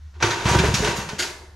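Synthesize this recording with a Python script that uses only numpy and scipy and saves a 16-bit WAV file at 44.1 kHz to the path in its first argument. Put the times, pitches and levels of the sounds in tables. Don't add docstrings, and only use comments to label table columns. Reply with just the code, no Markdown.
import sys
import numpy as np
from scipy import signal
from scipy.fft import rfft, irfft, next_fast_len
from scipy.io import wavfile

SR = 44100
rng = np.random.default_rng(int(sys.argv[2]) if len(sys.argv) > 2 else 0)


def store_wav(level_fs):
    pcm = np.round(np.clip(np.atleast_2d(level_fs), -1, 1) * 32767)
    wavfile.write(sys.argv[1], SR, pcm.T.astype(np.int16))


N = 68355
T = np.arange(N) / SR


def amp(db):
    return 10 ** (np.asarray(db) / 20)


def unit(x):
    return x / np.sqrt(np.mean(x ** 2))


def swell(rows):
    return amp(np.interp(T, *np.array(rows).T))


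def at_hz(rows, hz):
    freqs, values = np.array(rows, float).T
    return np.interp(np.log(np.maximum(hz, 1)), np.log(freqs), values)


def colour(x, rows, tilt_db_per_oct=0, keep_power=True):
    size = 2 * next_fast_len(N)
    hz = np.fft.rfftfreq(size, 1 / SR)
    gain = amp(at_hz(rows, hz) + tilt_db_per_oct * np.log2(np.maximum(hz, 200)))
    cepstrum = irfft(np.log(unit(gain) if keep_power else gain))
    cepstrum[1:size // 2] *= 2
    cepstrum[size // 2 + 1:] = 0
    return irfft(rfft(x, size) * np.exp(rfft(cepstrum)))[:N]


def resonate(x, modes):
    return sum(amp(db) * signal.lfilter(*signal.iirpeak(hz, hz / width_hz, SR), x + 1e-18)
               for hz, width_hz, db in modes)


def resonant_noise(modes):
    return unit(resonate(resonate(rng.standard_normal(N), modes), modes))


def grains(per_s, scatter_db, hiss):
    clicks = (rng.random(N) < per_s / SR) * rng.choice([-1, 1], N)
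    sizes = amp(scatter_db * np.clip(rng.standard_normal(N), -2, 2))
    return unit(unit(clicks * sizes) + hiss * rng.standard_normal(N))


def burst(start_s, rise_s, decay_s):
    age_s = np.maximum(T - start_s, 0)
    return (1 - np.exp(-age_s / rise_s)) * np.exp(-age_s / decay_s)


def pulse(centre_s, sigma_s):
    return np.exp(-.5 * ((T - centre_s) / sigma_s) ** 2)


# freq_hz, t60_s
GARAGE_DECAY = [(150, 0.74), (500, 1.06), (1400, 0.68), (4000, .5), (10000, 0.58)]
# freq_hz, gain_db
SIDE_COLOUR = [(60, -27), (130, -31.5), (260, -19.5), (500, -11.5), (1000, -10), (2000, -4), (3300, -2.5),
               (5000, -8.5), (7000, -4.5), (9000, -5)]


def garage(x, wet_db, build_s=0.00073, near_s=0.0011, near_db=-5.5):
    edges_hz = np.geomspace(80, 16000, 9)
    t60_s = at_hz(GARAGE_DECAY, np.sqrt(edges_hz[1:] * edges_hz[:-1]))
    band = np.digitize(np.fft.rfftfreq(N, 1 / SR), edges_hz[1:-1])
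    spectrum = rfft(rng.standard_normal((2, N)))
    tail = sum(irfft(spectrum * (band == k), N) * amp(-60 * T / t60) for k, t60 in enumerate(t60_s))
    tail = unit(tail * (1 - np.exp(-T / build_s))) * amp(wet_db) / np.sqrt(N)
    mid, side = signal.fftconvolve(x[None], tail, axes=1)[:, :N]
    near = unit(rng.standard_normal(N) * np.exp(-T / near_s)) * amp(near_db) / np.sqrt(N)
    side = side + signal.fftconvolve(x, near)[:N]
    return x + mid + colour(side, SIDE_COLOUR, keep_power=False) * np.array([[1], [-1]])


# freq_hz, gain_db
AIR_COLOUR = [(20, -6), (35, -14), (48, 0), (75, 2), (130, -14), (300, -31.5), (700, -35), (1400, -28.5),
              (2500, -36), (6000, -36), (9000, -48.5), (15000, -56)]


def room_air(level_db=-49.5):
    return amp(level_db) * colour(rng.standard_normal(N), AIR_COLOUR)


# time_s, rms_db
HUM_CURVE = [(.2, -40.5), (.33, -58), (1.1, -51.5), (1.55, -47)]


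def hum(pitch_hz=73.3, beat_hz=8.1, upper_db=-6.5):
    lower = np.sin(2 * np.pi * pitch_hz * T)
    upper = amp(upper_db) * np.sin(2 * np.pi * (pitch_hz + beat_hz) * T)
    return np.sqrt(2) * swell(HUM_CURVE) * (lower - upper)


# freq_hz, width_hz, gain_db
COWL_MODES = [(345, 7.9, -5), (370, 52, 2.5), (996, 90, -6), (952, 55, 4.5), (1168, 41, 0.5),
              (1482, 127, 2), (1743, 73, -7), (2644, 30, -2.5), (5980, 70, -2), (6690, 75, 4.5)]


def cowl(contact):
    return contact + resonate(contact, COWL_MODES)


# start_s, level_db, decay_s
MOUNT_ROCKS = [(0.154, -45.5, 0.018), (1.24, -28, 0.012), (1.297, -31.5, 0.0087), (1.405, -36.5, 0.014)]
# freq_hz, gain_db
MOUNT_COLOUR = [(80, -4), (280, -18), (350, 16), (420, 13), (550, -5), (950, 6), (2000, -38), (8000, -60)]
# time_s, level_db
RUMBLE_CURVE = [(.15, -68), (.42, -41), (.63, -40), (.9, -34), (1.1, -78)]


def stand(rise_s=0.013, rumble_hz=66, width_hz=37):
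    rocking = sum(amp(db) * burst(start_s, rise_s, decay_s) for start_s, db, decay_s in MOUNT_ROCKS)
    rumble = resonant_noise([(rumble_hz, width_hz, 0)]) * swell(RUMBLE_CURVE)
    return cowl(colour(rocking * rng.standard_normal(N), MOUNT_COLOUR)) + rumble


# start_s, level_db, rise_s, decay_s
HANDLE_HITS = [(1.182, -29.5, 0.005, 0.017), (1.189, -18, 0.0075, 0.021), (1.221, -27, 0.0044, 0.019)]
# freq_hz, gain_db
CLATTER_COLOUR = [(60, -12), (250, -10), (380, -2.5), (600, -2.5), (1200, -2), (1550, 3.5), (2300, 0),
                  (3300, -1.5), (4800, 1.5), (6700, -2.5), (8000, -7.5), (12000, -15), (15000, -32)]
# freq_hz, width_hz, gain_db
LID_MODES = [(360, 29, 10), (1440, 19, 10), (1590, 82, 2), (1904, 60, -2), (2800, 45, 2), (3160, 200, 3.5),
             (4700, 190, 0), (6720, 200, 5.5)]


def handle():
    contact = sum(amp(db) * burst(start_s, rise_s, decay_s)
                  for start_s, db, rise_s, decay_s in HANDLE_HITS)
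    clatter = colour(contact * grains(per_s=6000, scatter_db=0, hiss=1.0), CLATTER_COLOUR)
    return garage(clatter, wet_db=-4) + resonate(clatter, LID_MODES)


# time_s, relative_db
CORD_CURVE = [(.10, -81), (.155, -73), (.198, -49), (.25, -18), (.33, -27), (.375, -29.5), (.435, -28),
              (.495, -14), (.55, -16.5), (.615, -25.5), (.655, -17.5), (.73, -27), (.80, -23.5),
              (.89, -19.5), (.945, -27.5), (1.01, -24.5), (1.06, -36), (1.135, -34.5), (1.18, -39.5),
              (1.30, -31), (1.37, -85)]
# freq_hz, gain_db
CORD_COLOUR = [(60, -19), (200, -9), (550, 0), (1100, -3), (2400, -2.5), (4000, -6), (6500, -9),
               (7800, -14.5), (12000, -25), (15000, -44)]


def cord(gain_db=-8):
    rasp = grains(per_s=1800, scatter_db=3, hiss=0.84) * swell(CORD_CURVE)
    return amp(gain_db) * cowl(colour(rasp, CORD_COLOUR))


def pawl(pitch_hz=5930, gain_db=-14):
    envelope = burst(start_s=0.2245, rise_s=0.00071, decay_s=0.006)
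    return amp(gain_db) * envelope * np.sin(2 * np.pi * pitch_hz * T)


# start_s, relative_db, rise_s, decay_s, tilt_db_per_oct, thud_offset_db
STARTER_KNOCKS = [(0.137, -29.5, 0.026, 0.018, -2, -29), (0.2, -15.5, 0.011, 0.06, -4, -23),
                  (0.223, 3, 0.0072, 0.012, -1, -11), (.240, -1, 0.0032, 0.0031, -6, 1.5),
                  (0.304, -12, 0.0017, 0.034, 0, -12), (0.394, -18, 0.0033, 0.033, -4, -26),
                  (0.453, -2, 0.0097, 0.016, -2.5, -15), (0.545, -4, 0.0046, 0.003, -4, -12.5),
                  (.584, -2.5, 0.0047, 0.017, 0, 0), (0.74, -4.5, 0.0028, 0.026, 4, -40),
                  (.845, -7, 0.0022, 0.0098, 2.5, -15.5), (0.871, -4, 0.0069, 0.0093, -3, -16),
                  (.958, -17.5, 0.0087, 0.023, 11.5, -16), (1.085, -12.5, 0.0075, 0.014, 1.5, -26)]
# freq_hz, gain_db
CHATTER_COLOUR = [(60, -17), (200, -11), (550, -2), (1400, 0.5), (2400, 1), (4000, -1), (6500, -6),
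                  (7800, -16), (12000, -26.5), (15000, -46)]
# freq_hz, width_hz, gain_db
BODY_MODES = [(110, 24, -6.5), (145.6, 27, -9), (345, 10, 8), (370, 22, 10)]


def knocks(chatter_db=-12, thud_sigma_s=0.00085):
    contacts = grains(per_s=6100, scatter_db=5.5, hiss=0.59)
    chatter = thuds = 0
    for start_s, db, rise_s, decay_s, tilt, thud_db in STARTER_KNOCKS:
        blow = contacts * burst(start_s, rise_s, decay_s)
        chatter += amp(db + chatter_db) * colour(blow, CHATTER_COLOUR, tilt)
        thuds += amp(db + thud_db) * pulse(start_s + 2 * thud_sigma_s, thud_sigma_s)
    return cowl(chatter) + resonate(thuds, BODY_MODES)


# start_s, level_db
HARD_STROKES = [(.461, -26), (.495, -12.5), (0.547, -8.5), (0.639, -23), (0.865, -18.5)]
# freq_hz, gain_db
POWERHEAD_MODES = [(825, -9.5), (950, -1), (1186, -7), (1510, -10.5)]


def clonks(rise_s=0.005, decay_s=0.01):
    ringing = 0
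    for start_s, db in HARD_STROKES:
        envelope = burst(start_s, rise_s, decay_s)
        for hz, mode_db in POWERHEAD_MODES:
            ringing += amp(db + mode_db) * envelope * np.sin(2 * np.pi * (hz * T + rng.random()))
    return ringing


# start_s, relative_db, decay_s, pitch_hz
INTAKE_GULPS = [(0.478, 1.5, 0.0069, 360), (0.546, 3, 0.0096, 351.6), (0.601, -12.5, 0.024, 370),
                (0.634, 2.5, 0.0099, 413.5), (0.68, -3, 0.008, 460), (.792, -9.5, 0.0069, 510),
                (0.823, -5, 0.02, 420), (0.865, -10, 0.015, 345), (1.019, -15, 0.0085, 408),
                (1.123, -15, 0.0081, 432)]
# freq_hz, width_hz, gain_per_pass_db
THROAT_MODES = [(407, 510, -3), (646, 300, -6.5), (928, 100, -4), (1600, 610, -7.5)]


def intake(rise_s=0.013, note_db=-4.5, rush_db=-11):
    flow = notes = 0
    for start_s, db, decay_s, pitch_hz in INTAKE_GULPS:
        gulp = amp(db) * burst(start_s, rise_s, decay_s)
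        flow += gulp
        notes += gulp * np.sin(2 * np.pi * pitch_hz * (T - start_s))
    return amp(note_db) * notes + amp(rush_db) * flow * resonant_noise(THROAT_MODES)


# time_s, level_db
DRONE_CURVE = [(.41, -87), (.47, -33.5), (.70, -30.5), (.90, -45), (1.14, -44.5), (1.35, -74)]
# freq_hz, width_hz, gain_per_pass_db
DRONE_BANDS = [(143, 40, 0.13), (178, 94, -1.5)]


def leg_drone():
    return resonant_noise(DRONE_BANDS) * swell(DRONE_CURVE)


# centre_s, relative_db, sigma_s
EXHAUST_PUFFS = [(0.457, 1, .0015), (0.5143, 0.5, 0.0014), (0.558, 3.5, 0.0016), (0.6003, -0.5, 0.001),
                 (0.6462, 0, .0024), (0.687, -0.5, 0.0016), (0.7394, -2, 0.00117), (0.8035, -2.5, 0.00037),
                 (0.888, -6.5, 0.00086), (0.986, -11.5, 0.0009), (1.132, -15, 0.00062)]
# freq_hz, width_hz, gain_db
LEG_MODES = [(128, 84, -4.5), (118.7, 7.7, -3.5), (132.6, 9.6, -4.5), (158, 12, -10.5), (196.7, 26, 2.5),
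             (70, 12, -7)]


def exhaust(gain_db=-3.5, low_cut_hz=60):
    puffs = sum(amp(db) * pulse(centre_s, sigma_s) for centre_s, db, sigma_s in EXHAUST_PUFFS)
    outlet = signal.butter(2, low_cut_hz, "highpass", fs=SR, output="sos")
    return amp(gain_db) * resonate(signal.sosfilt(outlet, puffs), LEG_MODES)


def scene():
    return (garage(exhaust() + leg_drone(), wet_db=-9)
            + garage(intake(), wet_db=-14)
            + garage(knocks() + clonks() + pawl(), wet_db=-5)
            + handle()
            + garage(cord(), wet_db=-6)
            + garage(stand(), wet_db=-10)
            + hum()
            + garage(room_air(), wet_db=-3))


def record(dry):
    ceiling, top_hz = 0.74, 14200
    rounded = ceiling * np.tanh(dry / ceiling)
    lowpass = signal.ellip(8, .2, 70, top_hz, fs=SR, output="sos")
    return signal.sosfilt(lowpass, rounded)


dry = scene()
out = record(dry)
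store_wav(out)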